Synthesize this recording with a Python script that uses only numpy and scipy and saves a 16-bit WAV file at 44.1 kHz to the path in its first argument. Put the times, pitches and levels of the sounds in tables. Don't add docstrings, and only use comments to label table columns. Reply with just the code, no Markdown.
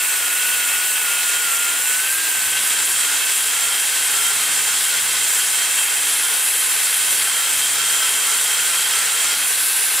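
import sys
import numpy as np
from scipy import signal
from scipy.fft import rfft, irfft
from scipy.io import wavfile
from scipy.ndimage import uniform_filter1d

SR = 44100
rng = np.random.default_rng(int(sys.argv[2]) if len(sys.argv) > 2 else 0)


def materialize(psi):
    bounded = np.clip(np.atleast_2d(psi).T, -1, 1)
    quanta = np.round(bounded * 32767).astype(np.int16)
    wavfile.write(sys.argv[1], SR, quanta)


def ratio(d):
    e = np.asarray(d, float) / 20
    return 10 ** e


N = 441000
T = np.arange(N) / SR
HZ = np.maximum(np.fft.rfftfreq(N, 1 / SR), 1)
COARSE = T[::100]


def rms_one(x):
    return x / np.sqrt(np.mean(x ** 2) + 1e-20)


def in_time(rows):
    s, *columns = np.transpose(rows)
    return [np.interp(T, s, c) for c in columns]


def at_hz(rows, column=1):
    rows = np.array(rows)
    return np.interp(np.log(HZ), np.log(rows[:, 0]), rows[:, column])


def drift(rate_hz):
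    r = np.exp(-80 * np.pi * rate_hz / SR)
    noise = rng.standard_normal(N // 40 + 2002)
    slow = signal.lfilter([1], [1, -2 * r, r * r], noise)[2000:]
    return np.interp(np.arange(N) / 40, np.arange(len(slow)), rms_one(slow))


def shaped(spectrum, gain):
    return rms_one(irfft(spectrum * gain, N))


def modes(table):
    total = 0
    for hz, width_hz, db in table:
        total = total + ratio(db) / np.sqrt(width_hz) / (1 + 2j * (HZ - hz) / width_hz)
    return total / (1 + (330 / HZ) ** 8)


def held(times, start, length, rise, fall, levels):
    return np.interp(times - start, [0, rise, length, length + fall], levels)


# (time [s], gloved hand over the port [0-1], jet aim toward the listener [dB])
POSTURE = [(0.0, 1, -3), (0.8, 0.97, -3.5), (1.6, .6, -4), (2.3, .9, -3.5), (2.6, 0.11, -3.5),
           (3.4, 0.25, -4.5), (4.3, 0.01, -3), (5.2, 0.08, -4.5), (5.9, .15, -3.5), (6.35, .2, -0.5),
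           (7.0, 0.32, -0.3), (7.55, 0.02, -5.5), (8.3, 0, -3.5), (9.3, 0.01, -5), (9.5, .4, 1.5),
           (9.67, .8, -1), (9.8, 0.72, 3), (10.0, 0.75, -1)]


def posture():
    return in_time(POSTURE)


# (time [s], vane rate [Hz], whine level [dB])
LIGHT_TOUCH = [(0.06, 1460, -32.0), (0.16, 1484, -33.5), (0.45, 1469, -30), (1.04, 1483, -32.5),
               (1.44, 1452, -30), (1.86, 1505.0, -33.5), (2.19, 1604, -30.5), (2.6, 1529, -33.5),
               (2.86, 1584, -35.5), (3.36, 1572, -39), (3.97, 1535, -36.5), (4.47, 1546, -36.5),
               (5.52, 1521, -42.0), (6.51, 1553, -43.5), (6.84, 1510.0, -41), (7.54, 1482, -39),
               (9.37, 1442, -39), (9.56, 1562, -35.5)]
# (time [s], hold [s], sag [Hz], whine gain [dB])
BITES = [(0.163, 0.021, 61.0, 0.3), (0.554, 0.1, 40.6, -2), (1.01, 0.034, 76.1, 1.5),
         (1.217, 0.005, 55.6, -4), (1.43, 0.048, 104.1, 0.3), (1.58, 0.095, 88.07, 2),
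         (1.835, 0.095, 39.24, 4), (2.321, 0.04, 46.0, -8), (2.945, 0.14, 163.2, 5),
         (3.446, 0.215, 190.0, 3.5), (4.063, 0.19, 180, 5), (4.622, 0.031, 147.0, 6.5),
         (4.87, 0.015, 128.0, 12), (5.093, 0.015, 50.5, 3.5), (5.312, 0.029, 74.0, 7),
         (5.53, 0.055, 73.2, -1), (5.743, 0.055, 122, 4), (6.0, 0.038, 138.5, 0), (6.16, 0.09, 130.0, 9),
         (6.588, 0.0054, 76.0, 3.8), (7.16, 0.24, 130.2, 6), (7.7, 0.26, 110.4, 4),
         (7.941, 0.065, 156.0, 8), (8.211, 0.046, 128.3, 9), (8.463, 0.005, 82.0, 5),
         (8.638, 0.068, 100.0, 5.0), (8.86, 0.072, 122.0, 8), (9.052, 0.05, 95.2, 7),
         (9.195, 0.07, 30.1, 4)]


def speed_and_load():
    bog_s, recover_s, inertia_s = .075, .13, .04
    full_sag_hz, free_hz = 220, 1590
    light_hz, whine_db = in_time(LIGHT_TOUCH)
    shapes = [held(COARSE, s, bog_s + hold, bog_s, recover_s, [0, 1, .83, 0]) for s, hold, _, _ in BITES]
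    bites = np.array(BITES)
    sag_hz = np.interp(T, COARSE, np.max(bites[:, [2]] * shapes, axis=0))
    gain_db = np.interp(T, COARSE, np.max(bites[:, [3]] * shapes, axis=0))
    sag_hz = uniform_filter1d(sag_hz, size=int(inertia_s * SR))
    load = (free_hz - light_hz + sag_hz) / full_sag_hz
    return light_hz - sag_hz, whine_db + gain_db, load


# (multiple of the turn rate [1], level over the hum [dB])
SHAFT_ORDERS = [(3, 0), (4, -1)]
# (frequency [Hz], width [Hz], level [dB])
HUM_MODES = [(285, 18.3, 1.1), (322.3, 14, 7)]


def motor():
    clear_db, flutter_per_db, waver_per_db = -34, .7, .0008
    glide_db, glide_hz_per_s = -7, 1000
    hum_db, hum_wander_db = -56.5, 1.5
    vane_hz, whine_db, _ = speed_and_load()
    uncovered = 1 - np.clip(posture()[0] * 2, 0, 1)
    glide = uncovered * np.tanh((np.gradient(vane_hz) * SR / glide_hz_per_s) ** 2)
    faint_db = np.maximum(clear_db - in_time(LIGHT_TOUCH)[1], 0)
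    vane_hz = vane_hz * (1 + waver_per_db * faint_db * drift(4.24))
    dropout = np.maximum(drift(7.9) - .5, 0)
    whine_db = whine_db - flutter_per_db * faint_db * dropout + glide_db * glide
    turn = 2 * np.pi * np.cumsum(vane_hz * (1 + 0.001015 * drift(23.8))) / SR / 5
    shaft = np.sin(turn)
    for k, db in SHAFT_ORDERS:
        shaft = shaft + ratio(db + 2 * drift(4.7)) * np.sin(k * turn)
    hum = sum(ratio(db) / (1 + ((vane_hz / 5 - hz) * 2 / width_hz) ** 2) for hz, width_hz, db in HUM_MODES)
    whine = ratio(whine_db + 0.4 * drift(24)) * np.sin(5 * turn)
    return np.sqrt(2) * (whine + ratio(hum_db + hum_wander_db * drift(1.7)) * hum * shaft)


MONO_FLOOR_HZ = 5600
# (time [s], half length [s], both hear alike up to [Hz])
SWINGS = [(2.099, 0.083, 10970), (2.599, 0.065, 10400), (2.892, 0.032, 10330), (3.418, 0.047, 10800),
          (3.758, 0.11, 6760), (4.048, 0.026, 10130), (4.45, 0.033, 9100), (4.842, 0.045, 10230),
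          (5.139, 0.032, 10400), (5.417, 0.059, 10660), (5.83, 0.063, 8010), (6.142, 0.095, 10930),
          (6.54, 0.1, 10120), (6.93, 0.044, 9700), (7.238, 0.068, 10260), (7.618, 0.062, 10460),
          (8.113, 0.049, 11100), (8.462, 0.041, 8830), (8.798, 0.074, 10130), (9.128, 0.049, 7540),
          (9.375, 0.031, 9330), (9.676, 0.08, 10200), (9.946, 0.036, 9000)]


def swing_hz(times):
    return sum((top_hz * 1.14 - MONO_FLOOR_HZ) / (1 + ((times - at) / half) ** 6)
               for at, half, top_hz in SWINGS)


# (frequency [Hz], level per Hz [dB])
JET_COLOUR = [(3000, -90), (5500, -12.5), (6300, -7.5), (6700, -6.5), (7300, 1), (7700, 1.5), (8600, 1),
              (9700, 1.5), (10700, -1.5), (11800, -3), (12900, 0), (13800, -4.5), (15000, -5), (16200, -16)]


def exhaust():
    cover, aim_db = posture()
    core_db = -23.5 - 0.22 * aim_db - 1.57 * cover
    swing = np.interp(T, COARSE, swing_hz(COARSE)) / MONO_FLOOR_HZ
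    edge_db = aim_db - 1 * swing
    top_db = -9 + 5 * cover
    air = rfft(rng.standard_normal((2, N)) * ratio(.5 * drift(6.4) + 0.51 * drift(68)))
    above_core = 1 / (1 + (9300 / HZ) ** 24)
    above_edge = 1 / (1 + (12100 / HZ) ** 24)
    parts = [(1 - above_core, 0), (above_core - above_edge, edge_db), (above_edge, top_db)]
    jet = 0
    for part, part_db in parts:
        level = ratio(core_db + part_db + .5 * drift(15))
        jet = jet + level * shaped(air, ratio(at_hz(JET_COLOUR)) * part)
    return jet


def chips(pressure_db, spread_db):
    sizes = ratio(spread_db * rng.standard_normal(N) + pressure_db)
    return rfft(sizes * rng.standard_normal((2, N)))


# (frequency [Hz], level per Hz [dB])
SCOUR_COLOUR = [(1500, -90), (2900, -27), (3200, 1), (3900, 0), (4500, -1), (5300, -3), (6200, -3.5),
                (7000, -7.5), (12000, -90)]
# (frequency [Hz], level per Hz [dB])
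HOLLOW_COLOUR = [(150, -30.5), (250, -20.5), (290, -22), (332, -18), (432, -8.5), (593, -10.5), (831, -7),
                 (1180, -3.5), (1560, 0.5), (1810, 2), (2100, -0.5), (2410, -0.5), (2620, -9.5),
                 (3000, 0.5), (3100, -14.5), (4030, -56), (6820, -120)]
# (frequency [Hz], width [Hz], level [dB])
CROSS_MODES = [(2560, 60, -5), (2616, 32, 0), (2674, 28, -2), (2770, 100, -2)]
# (frequency [Hz], width [Hz], level [dB])
LOUD_RING = [(3172, 11, 0), (3211, 18, -6)]
# (frequency [Hz], width [Hz], level [dB])
CASTING = [(398, 12, -21), (437, 16, -19), (838, 25, -13), (1050, 22, -12), (1262, 30, -10), (1540, 32, 0),
           (2082, 22, -7), (2140, 26, -4), (3380, 35, -7), (3921, 40, -5.5), (4836, 25, -8), (5095, 45, -5),
           (6718, 35, -6)]
# (time [s], length [s], share lifted [0-1])
LIFTS = [
    (-.1, .3, 0.3),
    (2.08, .2, 0.55),
    (9.46, .7, 0.99),
]


def burr():
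    vane_hz, _, load = speed_and_load()
    cover = posture()[0]
    lifted = sum(share * held(T, s, length, .06, .06, [0, 1, 1, 0]) for s, length, share in LIFTS)

    def layer_db(level_db, load_db, cover_db, lift_db, wander_db):
        return level_db + load_db * load + cover_db * cover + lift_db * lifted + wander_db * drift(2.9)

    scour_db = layer_db(-29.5, 0.7, -2.5, 2.5, 0.6)
    hollow_db = layer_db(-32, 1.5, -0.4, 0, 0.1)
    cross_db = layer_db(-32.5, -0.5, 4.5, -3, 0.8)
    ring_db = layer_db(-35.5, 4, -4, -14, .5)
    throb_db = 1.5 * np.cos(2 * np.pi * np.cumsum(vane_hz / 5) / SR)
    bounce_db = .5 * drift(14) + 0.82 * drift(41) + throb_db

    contact = chips(pressure_db=0.6 * bounce_db, spread_db=4)
    skid_db = 2.5 * np.exp(-((T - 9.39) / 0.058) ** 2)
    scour = ratio(scour_db + 1.4 + skid_db) * shaped(contact, ratio(at_hz(SCOUR_COLOUR)))
    hollow = ratio(hollow_db + 3) * shaped(contact, ratio(at_hz(HOLLOW_COLOUR)))
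    cross = ratio(cross_db - 3.0) * shaped(contact, modes(CROSS_MODES))

    struck = chips(pressure_db=1.0 * bounce_db, spread_db=3)
    ring = shaped(struck, modes(LOUD_RING))
    ring = rms_one(ring / (0.42 + uniform_filter1d(np.abs(ring), size=4000)) ** 0.85)
    glove_damps_db = -4.5 * cover
    casting = ratio(scour_db - 3.5 + glove_damps_db) * shaped(struck, modes(CASTING))
    return scour + hollow + ratio(ring_db + 2.0) * ring + casting + cross


# (frequency [Hz], level per Hz [dB])
BENCH_COLOUR = [(30, -27), (62, -37), (78, -11), (95, 6.5), (106, -4), (130, 6), (145, -6), (165, 1),
                (200, -3.5), (225, 7), (258, -19), (286, 0), (330, -17), (400, -39)]
# (time [s], length [s], level [dB])
LEANS = [
    (2.329, 0.58, 10.5),
    (3.9, 0.28, 6),
    (4.299, .5, 7),
    (4.922, .5, 6),
    (6.998, .3, 3),
    (7.5, 0.49, 8),
    (8.1, .15, 1),
    (8.504, 0.94, 3.5),
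]


def bench():
    lean_db = sum(db * held(T, s, length, .05, .25, [0.038, 1, 0.61, 0.075]) for s, length, db in LEANS)
    shaking = rfft(rng.standard_normal((2, N)))
    rumble = ratio(-61 + lean_db) * shaped(shaking, ratio(at_hz(BENCH_COLOUR)))
    ring = shaped(shaking, modes([(286.3, 6, 0.1)]) / (1 + (HZ / 330) ** 12))
    return rumble + ratio(-63) * ring


def nearby_surfaces(sound, level_db, t60):
    sparse = (rng.standard_normal((2, 1, N)) * (rng.random((2, 1, N)) < .02))
    echoes = sparse * ratio(-60 * T / t60) * (T > .002)
    echoes = echoes / np.sqrt(np.sum(echoes ** 2) / 2)
    treble_only = 1 + (4000 / HZ) ** 4
    first, second = irfft(rfft(sound) * rfft(echoes) / treble_only, N)
    angle = 1.27 * drift(0.33)
    return sound + ratio(level_db) * (np.cos(angle) * first + np.sin(angle) * second)


# (frequency [Hz], likeness [0-1], left lead [rad], left over right [dB])
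MIC_PORTS = [(200, 1, 0.95, 4.5), (2900, 0.91, 0.52, -7), (5850, 0.65, 0.03, -4.5), (6630, 0.67, -0.24, 0),
             (7600, 0.95, 0.62, -2.2), (9350, 0.79, 0.5, -0.5), (10400, 0.15, 1, -5),
             (11100, 0.74, 1.02, 4.5), (12500, 0.8, 2, 2), (13200, .63, 1.8, 6), (14100, .59, 0, 7),
             (15600, .3, 2.5, 7)]


def scene():
    noisy = nearby_surfaces(exhaust() + burr(), level_db=-9.5, t60=0.066)
    direct, scattered = rfft(noisy + bench() + motor() * [[1], [0]])
    alike, lead, tilt_db = (at_hz(MIC_PORTS, column=k) for k in (1, 2, 3))
    alike = np.clip(alike, 0, 1)
    right = (alike * direct + np.sqrt(1 - alike ** 2) * scattered) * np.exp(-1j * lead)
    return irfft([direct * ratio(tilt_db / 2), right * ratio(-tilt_db / 2)], N)


def low_pass(x):
    return signal.sosfilt(signal.butter(12, 16040, fs=SR, output="sos"), x)


def record(dry):
    notch_step_hz, cutoff_hz = 600, 15735
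    off_hz = (HZ + notch_step_hz / 2) % notch_step_hz - notch_step_hz / 2
    dips = ratio(-6 * np.exp(-(off_hz / 20) ** 2) * (HZ > notch_step_hz / 2))
    bass_cut = np.sqrt(1 + (60 / HZ) ** 6)
    top_cut = 1 + (HZ / cutoff_hz) ** 900
    left, right = irfft(rfft(dry) * dips / bass_cut / top_cut, N)
    hz, s, (mid, side) = signal.stft([(left + right) / 2, (left - right) / 2], SR, nperseg=1024)
    hz_down = hz[:, None]
    rise_hz = swing_hz(s)
    luck = rng.standard_normal((65, len(s) // 4 + 1))
    luck = np.repeat(np.repeat(luck, 8, axis=0), 4, axis=1)[:len(hz), :len(s)]
    margin_hz = hz_down + 0.47 * luck * (rise_hz + 300) - MONO_FLOOR_HZ - rise_hz
    above_edge = 1 / (1 + np.exp(np.clip(-margin_hz / 60, -30, 30)))
    stray = luck > 1.7 + .7 * (np.abs(hz_down - 1800) < 900)
    kept = np.maximum(above_edge, stray)
    mid = mid * ratio(4.2 * rise_hz / MONO_FLOOR_HZ * np.exp(-((hz_down - 11000) / 1500) ** 2))
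    top = 1 - (hz_down > 15300 + 250 * np.abs(luck[1])) * (luck[0] > .9)
    mid, side = signal.istft(top * [mid, side * kept], SR, nperseg=1024)[1][:, :N]
    return low_pass(np.array([mid + side, mid - side]))


dry = scene()
out = record(dry)
materialize(out)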